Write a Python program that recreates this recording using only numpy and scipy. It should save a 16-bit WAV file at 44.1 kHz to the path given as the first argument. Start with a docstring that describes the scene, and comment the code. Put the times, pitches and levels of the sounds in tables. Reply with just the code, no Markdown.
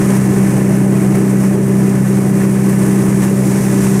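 """An electric grinding mill runs steadily, heard over its open steel hopper.
Its rotor hums at harmonics of the turning rate, beside faint tones of the drive, and churns the air
in the housing, which drums. The meal crunches and hisses as countless particles strike the steel,
in small surges, and the impacts echo between the hopper walls. Each passing beater modulates the
churning and the grinding. A fast limiter holds the peaks."""
import sys
import numpy as np
from scipy import signal
from scipy.fft import rfft, irfft, next_fast_len
from scipy.io import wavfile
from scipy.ndimage import uniform_filter1d, minimum_filter1d, map_coordinates

SR = 44100
rng = np.random.default_rng(int(sys.argv[2]) if len(sys.argv) > 2 else 0)


def dump(signal):
    """Clip the signal to [-1, 1] and save it as 16-bit WAV at the path in sys.argv[1]."""
    limited = np.clip(np.atleast_2d(signal).T, -1, 1)
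    pcm = np.round(limited * 32767).astype(np.int16)
    wavfile.write(sys.argv[1], SR, pcm)


N = 176400

ROTOR_HZ, BEATERS, WANDER_RAD = 16.215, 4, 0.0095
RUMBLE_DB, HOUSING_DB, CRUNCH_DB, HISS_DB, SPRAY_DB = -23, 0.66, 0.96, -2.5, -3.5
IMPACTS_PER_S, IMPACT_SPREAD_DB, IMPACT_POWER_SHARE = 4500, 3, 0.47
ROUND_TRIP_S, ECHO_SMEAR_S, ECHO_GAIN = 0.00412, 0.00017, 0.2
CEILING, HOLD_S, TOP_HZ = 0.71, 0.0066, 15600

# Harmonics of the rotor (multiple of the turning rate [1], level [dB])
ROTOR_HARMONICS = [(4, -47), (6, -40.5), (8, -18), (9, -32.5), (10, -27), (12, -13), (16, -33), (19, -35),
                   (20, -30.5), (24, -25.5), (26, -38.5), (32, -42), (36, -45), (40, -45)]
# Tones of the drive and the frame (frequency [Hz], level [dB])
DRIVE_TONES = [(29.7, -53), (573, -40.5), (752, -44)]
# Rumble of tumbling air and meal (frequency [Hz], relative spectral level [dB])
RUMBLE_SPECTRUM = [(15, -35), (45, -26), (80, -19), (110, -10.5), (155, -1), (205, -6), (235, -7),
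                   (300, -13), (600, -38), (2000, -90)]
# Resonances of the housing (frequency [Hz], relative spectral level [dB])
HOUSING_SPECTRUM = [(150, -36), (240, -8.5), (275, -8), (312, 2), (345, -5.5), (375, -2), (410, -6),
                    (445, -8.5), (470, -14), (505, -12), (540, -19), (580, -15), (645, -15), (690, -23.5),
                    (800, -22), (1400, -46), (3000, -90)]
# Strength of the housing's drumming (time [s], relative level [dB])
DRUMMING_LEVEL = [(0, -24), (.6, -21), (1.5, -21.5), (2.6, -24.5), (3.3, -23), (4, -24.5)]
# Coarse crunch of the meal (frequency [Hz], relative spectral level [dB])
CRUNCH_SPECTRUM = [(200, 3), (450, 2.5), (700, 0), (850, 2), (1100, 1.5), (1350, -3), (1800, -0.5),
                   (2200, -4.5), (2700, -10), (3400, -22), (5000, -34), (12000, -58)]
# Fine hiss in the upper treble (frequency [Hz], relative spectral level [dB])
HISS_SPECTRUM = [(2000, -21), (3600, -16.5), (5000, -13.5), (7000, -8.5), (8000, -2), (9000, 0.5),
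                 (10000, -2), (11500, -5.5), (13500, -11), (16000, -13)]
# Spray in the lower treble (frequency [Hz], relative spectral level [dB])
SPRAY_SPECTRUM = [(1800, -30), (2900, -10.5), (4200, -12), (5100, -7), (5800, -1), (6500, -1), (7600, -3.5),
                  (9500, -17), (15000, -35)]
# Balance as the listener leans over the hopper (time [s], crunch [dB], hiss [dB], spray [dB])
GRINDING_BALANCE = [(0.0, -2.5, -4.4, -8.5), (0.9, -1.5, -4, -9), (2.1, -2.0, -3.5, -8.5),
                    (3.0, -2.5, -3.5, -9), (3.7, -3.5, -3.5, -6.5), (4.0, -4.0, -4.5, -5.5)]
# Flow of meal to the rotor (time [s], relative level [dB])
FEED_LEVEL = [(0.0, -24.6), (0.3, -26.5), (0.53, -25.5), (0.63, -28), (0.77, -26.5), (0.87, -30.5),
              (1.02, -28.5), (1.48, -27), (1.52, -30.5), (1.9, -28), (2.23, -27.5), (2.3, -30),
              (2.44, -26.5), (2.51, -30), (2.86, -25.5), (3.36, -28), (3.43, -25.5), (4.0, -24.5)]
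# Lumps caught by the rotor (time [s], duration [s], boost [dB])
LUMPS = [(0.105, 0.03, 3), (0.165, 0.035, 4), (0.375, 0.024, 1.5), (0.97, 0.025, 3), (1.155, 0.019, 4.4),
         (2.658, 0.03, 1.5), (3.238, 0.042, 6), (3.518, 0.034, 2.3), (3.855, 0.046, 4), (3.952, 0.025, 2.3)]


def amp(db):
    """Amplitude ratio of a level in decibels."""
    return 10 ** (np.asarray(db) / 20)


def unit(x):
    """Normalisation to an rms of 1."""
    return x / np.sqrt(np.mean(x ** 2) + 1e-20)


def wobble(knots_per_s):
    """Smooth fluctuation by spline interpolation between random knots."""
    knots = rng.standard_normal(1024)
    return map_coordinates(knots, [np.arange(N) * knots_per_s / SR], mode="wrap")


def filtered(x, response):
    """Linear filtering: the spectrum is multiplied by a frequency response."""
    size = next_fast_len(N + SR // 2)
    return irfft(rfft(x, size) * response(np.fft.rfftfreq(size, 1 / SR)), size)[:N]


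def coloured(x, spectrum):
    """Spectral shaping, interpolated in log frequency; the result has an rms of 1."""
    freqs, db = np.transpose(spectrum)
    return unit(filtered(x, lambda hz: amp(np.interp(np.log(hz + 1), np.log(freqs), db))))


def rotor_hum(angle):
    """Periodic motion radiates harmonics of the turning rate; the higher ones waver more in level."""
    hum = np.zeros(N)
    for order, db in ROTOR_HARMONICS:
        peak = np.sqrt(2) * amp(db + 0.06 * order * wobble(9))
        hum += peak * np.sin(order * angle + rng.uniform(0, 2 * np.pi))
    return hum


def drive_tones(t):
    """Random amplitude and phase modulation slightly broaden the tones of the drive and frame."""
    tones = np.zeros(N)
    for hz, db in DRIVE_TONES:
        peak = np.sqrt(2) * amp(db + 3.5 * wobble(7))
        tones += peak * np.sin(2 * np.pi * hz * t + 0.62 * wobble(11))
    return tones


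def churn(t, beater_pulse, surge_db, pulse_depth=0.19):
    """Forced vibration: tumbling air and meal rumble and excite the resonances of the housing."""
    rumble = amp(RUMBLE_DB) * coloured(rng.standard_normal(N), RUMBLE_SPECTRUM)
    drum_db = np.interp(t, *np.transpose(DRUMMING_LEVEL)) + HOUSING_DB
    drum_db += 0.49 * surge_db  # part of each surge shakes the housing
    drumming = amp(drum_db) * coloured(rng.standard_normal(N), HOUSING_SPECTRUM)
    waver = amp(wobble(16))
    return waver * (1 + pulse_depth * beater_pulse) * (rumble + drumming)


def particle_impacts():
    """Shot noise: particles strike the steel at random, over the Gaussian rush of the finest dust."""
    strikes = rng.random(N) < IMPACTS_PER_S / SR
    polarity = np.sign(rng.standard_normal(N))
    strength = amp(IMPACT_SPREAD_DB * rng.standard_normal(N))
    impacts = unit(strikes * polarity * strength)
    dust = rng.standard_normal(N)
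    return np.sqrt(IMPACT_POWER_SHARE) * impacts + np.sqrt(1 - IMPACT_POWER_SHARE) * dust


def grinding(t, beater_pulse, surge_db, pulse_depth=0.081):
    """Amplitude modulation: one uneven feed, pulsed by the beaters, scales three bands of impacts."""
    times, *balance = np.transpose(GRINDING_BALANCE)
    bands = (CRUNCH_SPECTRUM, CRUNCH_DB), (HISS_SPECTRUM, HISS_DB), (SPRAY_SPECTRUM, SPRAY_DB)
    meal = np.zeros(N)
    for balance_db, (spectrum, band_db) in zip(balance, bands):
        level_db = np.interp(t, times, balance_db) + band_db + 0.47 * wobble(30)
        meal += amp(level_db) * coloured(hopper_echo(particle_impacts()), spectrum)
    feed = amp(np.interp(t, *np.transpose(FEED_LEVEL)) + surge_db)
    return meal * feed * (1 + pulse_depth * beater_pulse)


def hopper_echo(direct):
    """Reflection between the slanted walls adds two echoes, weaker and more smeared on each trip."""
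    delay = np.arange(SR // 100) / SR
    window = np.exp(-0.5 * ((delay - ROUND_TRIP_S) / ECHO_SMEAR_S) ** 2)
    reflection = rng.standard_normal(len(delay)) * window
    reflection *= ECHO_GAIN / np.linalg.norm(reflection)
    first = signal.fftconvolve(direct, reflection)[:N]
    second = signal.fftconvolve(first, reflection)[:N]
    return direct + first + second


def feed_surges(t):
    """Level follows flow: lumps add Gaussian swells, in dB, to the feed's flutter and faster rattle."""
    lumps = sum(db * np.exp(-(2 * (t - at) / duration) ** 2) for at, duration, db in LUMPS)
    return lumps + 0.71 * wobble(26) + 0.47 * wobble(110)


def scene():
    """Superposition of the mill's sounds; the rotor angle times both the hum and the beater pulse."""
    t = np.arange(N) / SR
    angle = 2 * np.pi * ROTOR_HZ * t + WANDER_RAD * wobble(5.72)
    beater_pulse = np.cos(BEATERS * angle)
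    surge_db = feed_surges(t)
    tones = rotor_hum(angle) + drive_tones(t)
    return (tones + churn(t, beater_pulse, surge_db) + grinding(t, beater_pulse, surge_db))[None]


def record(dry):
    """Peak limiting: the gain dips around peaks above the ceiling; a low-pass then limits the band."""
    mill = dry[0]
    hold = int(HOLD_S * SR)
    needed_gain = CEILING / np.maximum(np.abs(mill), CEILING)
    smooth_gain = uniform_filter1d(minimum_filter1d(needed_gain, hold), hold)
    return filtered(mill * smooth_gain, lambda hz: hz < TOP_HZ)[None]


dry = scene()
out = record(dry)
dump(out)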